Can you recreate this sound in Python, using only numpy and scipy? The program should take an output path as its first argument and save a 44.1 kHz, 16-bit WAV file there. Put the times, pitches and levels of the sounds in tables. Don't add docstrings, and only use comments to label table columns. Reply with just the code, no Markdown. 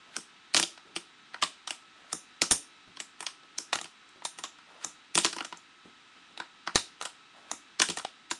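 import sys
import numpy as np
from scipy import signal
from scipy.fft import rfft, irfft
from scipy.io import wavfile
from scipy.ndimage import uniform_filter1d

SR = 44100
rng = np.random.default_rng(int(sys.argv[2]) if len(sys.argv) > 2 else 0)


def ratio_of_db(decibels):
    return 10 ** (np.asarray(decibels, float) / 20)


def transcribe(signal):
    frames = np.atleast_2d(signal).T
    limited = np.clip(frames, -1, 1)
    pcm = np.round(limited * 32767).astype(np.int16)
    wavfile.write(sys.argv[1], SR, pcm)


N = 369999


def rms_one(x):
    return x / np.sqrt(np.mean(x ** 2) + 1e-20)


def filtered(x, order, edge_hz, kind):
    return signal.sosfilt(signal.butter(order, edge_hz, kind, fs=SR, output="sos"), x)


def drift(rate_hz):
    pole = np.exp(-80 * np.pi * rate_hz / SR)
    slow = signal.lfilter([1], [1, -2 * pole, pole * pole], rng.standard_normal(N // 40 + 2002))[2000:]
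    return np.interp(np.arange(N) / 40, np.arange(len(slow)), rms_one(slow - slow.mean()))


def sparse_grit(rate_hz):
    return (rng.random(N) < rate_hz / SR) * rng.standard_normal(N)


def ring(clicks, hz, t60_s):
    pole, w = ratio_of_db(-60 / (t60_s * SR)), 2 * np.pi * hz / SR
    return signal.lfilter([0, np.sin(w)], [1, -2 * pole * np.cos(w), pole * pole], clicks + 1e-18)


def resonance(x, hz, width_hz):
    pole = np.exp(-np.pi * width_hz / SR)
    feedback = [1, -2 * pole * np.cos(2 * np.pi * hz / SR), pole * pole]
    return signal.lfilter([(1 - pole * pole) / 2, 0, (pole * pole - 1) / 2], feedback, x)


def strike(modes, times_s, level_db, bursts, spread_db):
    delay_s = 0.0006
    starts = np.round((times_s + delay_s) * SR).astype(int)
    out, size = np.zeros((bursts.shape[1], N)), bursts.shape[2]
    luck = rng.standard_normal((len(times_s), len(modes)))
    for k, (hz, db, t60_s) in enumerate(modes):
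        gains = ratio_of_db(level_db + db + spread_db * luck[:, k])
        force = np.zeros((len(out), N + size))
        for at, gain, burst in zip(starts, gains, bursts):
            force[:, at:at + size] += gain * burst
        out += (-1) ** k * ring(force[:, :N], hz, t60_s)
    return out


def damped(modes):
    return [(hz, db, min(t60_s, 17 / hz)) for hz, db, t60_s in modes]


# start_s, peak_db, metal_db, thud_db, drag_db
POPS = [
    (0.165, -19.5, -4, -37, -43.5),
    (2.129, -18.5, -2, -33, -45),
    (3.584, -22, 0.5, -41, -56),
    (4.846, -21, -3, -40.5, -42.5),
    (7.514, -19, -5.5, -39, -48.5),
]
# start_s, peak_db, wood_db, metal_db, thud_db
RATTLES = [(0.565, -4.5, -21.5, -13, -54), (0.574, -12.5, -14.5, -13, -42), (0.962, -17, -21, -17, -32),
           (1.424, -6.5, -15.5, -19.5, -30.5), (1.435, -10.5, -21, -19.5, -37.5),
           (1.674, -19.5, -19, -15, -50), (2.417, -8, -17, -11, -21.5), (2.517, -11, -25, -8, -25),
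           (3.001, -19, -23, -13, -41.5), (3.226, -35, -4, -8, -51), (3.265, -17.5, -20, -19.5, -47.5),
           (3.729, -12, -16.5, -12, -41.5), (4.25, -16.5, -21.5, -12.5, -48),
           (4.386, -31, -10.5, -10, -45.5), (4.437, -16, -14.5, -17.5, -41.5),
           (5.328, -23.5, -14.5, -16.5, -39.5), (5.447, -24, -19, -12.5, -43),
           (6.756, -5.5, -19, -14.5, -33), (7.023, -27.5, -12.5, -8, -48),
           (7.052, -18.5, -16, -16.5, -43.5), (7.817, -5, -16.5, -16.5, -29),
           (7.899, -14.5, -25.5, -13.5, -30.5), (7.971, -23.5, -8.5, -8, -33),
           (8.311, -14, -17, -14, -29.5)]
# start_s, peak_db, wood_db, metal_db, thud_db
CLACKS = [(0.545, -3, -15.5, -15.5, -23.5), (0.567, -5.5, -21, -33, -24), (0.597, -12.5, -14, -6, -24.5),
          (0.627, -10, -25.5, -15, -29), (0.635, -10, -33, -28, -57), (1.706, -14, -21, -18.5, -41.5),
          (2.51, -9.5, -13.5, -9.5, -22), (3.205, -24.5, -10, -11, -41.5), (3.755, -14, -14.5, -18, -34.5),
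          (3.787, -16.5, -22, -35, -47), (3.813, -24, -18.5, -12.5, -41), (3.843, -24, -26, -22.5, -42),
          (5.153, -10.5, -22.5, -11, -22), (5.176, -4.5, -18, -14, -22), (5.186, -7, -39, -16, -36),
          (5.246, -4.5, -18, -24.5, -22), (5.252, -13, -10, -8, -49), (5.261, -10, -30, -26.5, -33),
          (5.364, -30.5, -2.5, -8.5, -35.5), (7.012, -20.5, -9, -17.5, -49), (7.799, -6, -13, -20.5, -25),
          (7.887, -15.5, -22.5, -17, -25.5), (7.985, -23, -19, -10.5, -52), (8.048, -14.5, -25, -25, -50)]
# start_s, peak_db, wood_db, thud_db
TAPS = [(0.585, -18.5, -18, -39), (0.776, -34.5, -11, -72), (1.343, -28, -4.5, -47.5),
        (2.97, -31, -12.5, -44.5), (3.433, -41.5, -18.5, -56.5), (3.855, -29, -16.5, -60.5),
        (4.221, -40.5, -4.5, -51.5), (4.45, -28, -15.5, -49), (4.586, -42, -7.5, -79),
        (5.384, -23, -7.5, -52), (5.406, -19.5, -11, -33), (5.525, -25.5, -11, -39),
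        (6.375, -24.5, -17.5, -46), (6.4, -20, -9, -37.5), (6.674, -20.5, -3.5, -35),
        (6.765, -20, -19, -57.5), (6.775, -20.5, -23, -55.5), (7.916, -27, -27.5, -44),
        (7.996, -25.5, -10.5, -44)]
# start_s, peak_db
TICKS = [
    (4.09, -52),
    (5.424, -48),
    (5.572, -46.5),
    (8.015, -47),
]


def contacts():
    rows = []
    for s, db, metal, thud, _ in POPS:
        for lag_s, loss_db in [(0, 0), (0.013, -34)]:
            rows.append((s + lag_s, db + loss_db, -14.5, metal, metal - 3, thud, 2.2))
    rest = [(*row, 6.0) for row in RATTLES] + [(*row, 3.0) for row in CLACKS]
    rest += [(s, db, wood, -26, thud, 3.6) for s, db, wood, thud in TAPS]
    rest += [(s, db, -28, -4, -77, 3.0) for s, db in TICKS]
    rows += [(s, db, wood, metal, metal, thud, ms) for s, db, wood, metal, thud, ms in rest]
    return np.transpose(rows)


# pitch_hz, level_db, t60_s
DECK = [(607.6, -3, 0.038), (778, -2, 0.06), (998, -2.5, 0.053), (1095, -1, 0.045), (1324, 8.5, 0.0049),
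        (1577, 1.5, 0.036), (1867, -1, 0.036)]
# pitch_hz, level_db, t60_s
TRUCKS = [(2336, -8, 0.005), (3010, -6.5, 0.0022), (2784, -7.5, 0.0085), (3448, -3, 0.0071),
          (3783, -1, 0.0093), (4580, 0.5, 0.0017)]
# pitch_hz, level_db, t60_s
WHEELS = [(5560, -5.5, 0.009), (5447, 1.5, 0.0089), (6560, -3.5, 0.0067)]
# pitch_hz, level_db, t60_s
NUTS = [(7235, -2, 0.006), (7920, -0.5, 0.006), (8976, 2, .002), (8900, -5, 0.003), (10670, -9, 0.0017)]


def board():
    s, peak_db, wood_db, wheel_db, nut_db, _, chatter_ms = contacts()
    ms = np.arange(1000) * 1000 / SR
    draws = rng.random((len(s), 2, len(ms)))
    rattle = (draws[:, 0] < 7000 / SR) * (2 * draws[:, 1] - 1)
    bursts = np.zeros((len(s), 2, len(ms)))
    bursts[:, 0] = ratio_of_db(-3) * rattle * np.exp(-ms / chatter_ms[:, None])
    bursts[:, 0, 0] = 1
    bursts[:, 1, 0] = np.linalg.norm(bursts[:, 0], axis=1)
    parts = strike(damped(DECK[2:]), s, peak_db + wood_db - 0.5, bursts, spread_db=2.5)
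    parts += strike(damped(TRUCKS), s, peak_db - 6, bursts, spread_db=2.5)
    parts += strike(damped(WHEELS), s, peak_db + wheel_db + 4, bursts, spread_db=2.5)
    parts += strike(damped(NUTS), s, peak_db + nut_db + 8, bursts, spread_db=2.5)
    return filtered(parts, 2, 500, "high")


# pitch_hz, level_db, t60_s
TABLE = [(168.7, -8, 0.054), (234.8, -4.5, 0.046), (288.4, -3.5, 0.076), (338.7, -2, 0.1),
         (433, -3.5, 0.054), (558, -6, 0.033)]
# pitch_hz, level_db, t60_s
FRAME = [(36, -2, 0.012), (89.2, -3.5, 0.017)]
# start_s, hollow_db, hollow_hz, puff_db, frame_db
SLAMS = [
    (1.435, -51, 1003, -56, -57),
    (2.418, -17.5, 693, -32.5, -54),
    (2.514, -40, 903, -25, -24),
    (3.755, -24.5, 792, -44.5, -73),
    (4.252, -24, 953, -48, -58),
    (6.756, -15.5, 840, -8, -37),
    (7.024, -30.5, 812, -51.5, -55),
    (8.049, -18, 790, -57, -79),
]


def bumps():
    s, peak_db, wood_db, _, _, thud_db, _ = contacts()
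    slam_s, hollow_db, hollow_hz, puff_db, slam_db = np.transpose(SLAMS)
    push = np.tile(np.hanning(30) / 15, (len(s) + len(slam_s), 1, 1))
    table = strike(TABLE, s, thud_db - 6.5, push, spread_db=2.5)
    flex_db = peak_db - 14 + 0.27 * wood_db
    deck = strike(damped(DECK[:2]), s, flex_db, push, spread_db=0.5)
    hollow = 0
    for at, db, hz in zip(slam_s, hollow_db, hollow_hz):
        hollow = hollow + strike([(hz, db, 0.021)], np.array([at]), np.zeros(1), push, spread_db=2.5)
    puff = strike([(390, 0, 0.0078)], slam_s, puff_db, push, spread_db=0)
    frame_db = np.r_[thud_db - 19, slam_db] + 7.5
    frame = strike(FRAME, np.r_[s, slam_s], frame_db, push, spread_db=0)
    trapped_air = signal.lfilter([1, -1], [1, -.96], hollow) - puff
    return filtered(table + deck, 2, 110, "high") + frame + trapped_air * [[1], [.3]]


# start_s, end_s, rumble_db
ROLLS = [
    (.045, .16, -62),
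    (1.95, 2.12, -61),
    (3.42, 3.47, -60),
    (4.67, 4.84, -56),
    (7.33, 7.51, -56.5),
]
# pitch_hz, width_hz, level_db
ROLL_MODES = [(664, 150, 10), (790, 43, 8), (900, 450, 8), (1240, 180, -69)]


def rolling():
    rise_s, fall_s, swell_db, brighten_db = 0.021, 0.012, -6.5, -2
    t, level, progress = np.arange(N) / SR, np.zeros(N), np.zeros(N)
    for start, end, db in ROLLS:
        along = np.clip((t - start) / (end - start), 0, 1)
        progress += along * (t < end)
        fade = np.clip(np.minimum((t - start) / rise_s, (end - t) / fall_s), 0, 1)
        level += ratio_of_db(db + swell_db * along) * fade
    grit = sparse_grit(2500) * ratio_of_db(drift(30))
    rumble = rms_one(sum(ratio_of_db(db) * resonance(grit, hz, width_hz) for hz, width_hz, db in ROLL_MODES))
    scrape = rms_one(resonance(grit, 1500, 1400))
    return level * (rumble + ratio_of_db(-27 + brighten_db * progress) * scrape)


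def drags():
    t, growth_s = np.arange(N) / SR, 0.019
    level = sum(ratio_of_db(db) * np.exp(np.minimum(t - s, 0) / growth_s) * (t < s) for s, *_, db in POPS)
    grit = sparse_grit(5000)
    return level * rms_one(resonance(grit, 1500, 1000) + ratio_of_db(-8) * resonance(grit, 2800, 1500))


# start_s, level_db, pitch_hz, length_s
WRIST = [
    (0.85, -55.5, 326, 0.067),
    (2.876, -50, 146, 0.014),
    (4.157, -56, 277, 0.023),
    (5.85, -49, 239, 0.026),
    (6.163, -59.5, 298, 0.018),
    (6.298, -58, 320, .03),
]


def wrist():
    t, noise, out = np.arange(N) / SR, rng.standard_normal(N), 0
    for s, db, hz, length_s in WRIST:
        along = np.clip((t - s) / length_s, 0, 20)
        hum = rms_one(resonance(noise, hz, 0.59 * hz))
        out = out + ratio_of_db(db) * hum * np.minimum(along / .15, 1) * np.exp(-along)
    return out


# centre_hz, t60_s, level_db
ROOM = [(184, 0.17, -10), (494, 0.32, -17.5), (1395, .13, -13.5), (3530, 0.29, -16), (5380, 0.27, -14.5),
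        (8840, .22, -10)]


def room(x):
    t, tail = np.arange(SR // 2) / SR, 0
    centres_hz = np.array(ROOM)[:, 0]
    edges_hz = [60, *np.sqrt(centres_hz[1:] * centres_hz[:-1]), 12000]
    for (_, t60_s, db), low_hz, high_hz in zip(ROOM, edges_hz, edges_hz[1:]):
        band = filtered(rng.standard_normal(len(t)), 2, [low_hz, high_hz], "band")
        shape = ratio_of_db(-60 * t / t60_s) * np.clip(t / 0.018, 0, 1)
        tail = tail + ratio_of_db(db) * band * shape / np.sqrt(np.sum(shape ** 2))
    return signal.fftconvolve(x, tail)[:N]


def coloured(points, size):
    hz, db = np.transpose(points)
    bins_hz = np.maximum(np.fft.rfftfreq(size, 1 / SR), 1)
    gain = ratio_of_db(np.interp(np.log(bins_hz), np.log(hz), db))
    return rms_one(irfft(rfft(rng.standard_normal(size)) * gain, size))


# freq_hz, level_db (per Hz)
FAN = [(18, -35.5), (30, -21.5), (102, -14.5), (287, -2), (600, -16), (730, -8), (1160, -5), (1320, -2),
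       (2260, -6), (2550, -5.5), (3690, -6), (3970, -10.5), (4270, -10.5), (8930, -23.5), (10600, -37),
       (13800, -62), (22000, -120)]
# pitch_hz, rms_db
WHINE = [(1298, -68), (2600, -73), (3898, -71)]


def fan():
    turns_s = np.cumsum(1 + 0.00089 * drift(3.4)) / SR
    tones = 0
    for hz, db in WHINE:
        tones = tones + ratio_of_db(db + 1.5 * drift(2.6)) * np.sqrt(2) * np.sin(2 * np.pi * hz * turns_s)
    return ratio_of_db(-58.02 + 0.3 * drift(2.5)) * coloured(FAN, N) + tones


def scene():
    direct, radiated = board() + bumps() + rolling() + drags() + wrist()
    return (direct + ratio_of_db(3.5) * room(radiated) + fan())[None]


def webcam_blocks(x):
    block, block_start = 256, 386
    step_low_db, step_high_db, fill_db = -9, 1, -20
    offset = .42
    n, k = np.arange(2 * block)[:, None], np.arange(block)
    window = np.sin(np.pi * (n + .5) / (2 * block))
    basis = window * np.cos(np.pi / block * (n + .5 + block / 2) * (k + .5)) * np.sqrt(2 / block)
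    lead, count = 2 * block - block_start, 2 * (N // (2 * block) + 2)
    halves = np.pad(x, (lead, (count + 1) * block - lead - N)).reshape(-1, block)
    lines = np.hstack([halves[:-1], halves[1:]]) @ basis
    pair_power = np.repeat((lines[::2] ** 2 + lines[1::2] ** 2) / 2, 2, axis=0)
    band_level = np.sqrt(uniform_filter1d(pair_power, size=7, axis=1) + 1e-20)
    step = ratio_of_db(np.interp(k, [0, block / 4], [step_low_db, step_high_db])) * band_level
    fill = ratio_of_db(fill_db) * rng.standard_normal(lines.shape)
    coarse = step * (np.round(lines / step - offset) + offset + fill)
    blocks = coarse @ basis.T
    halves = np.vstack([blocks[:1, :block], blocks[1:, :block] + blocks[:-1, block:]])
    return halves.ravel()[lead:lead + N]


def band_limit(x):
    return signal.sosfilt(signal.butter(12, 12680, fs=SR, output="sos"), x)


def record(dry):
    overload, edge_hz, image_top_hz, image_db = 0.7, 10626, 11650, -10.5
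    rounded = overload * np.tanh(dry[0] / overload)
    low_pass = signal.ellip(10, .5, 60, edge_hz, fs=SR, output="sos")
    cut = signal.sosfilt(low_pass, webcam_blocks(rounded))
    mirror = cut * (-1) ** np.arange(N)
    image = filtered(mirror, 16, image_top_hz, "low")
    mix = (cut + ratio_of_db(image_db) * image)[None]
    return band_limit(mix)


dry = scene()
out = record(dry)
transcribe(out)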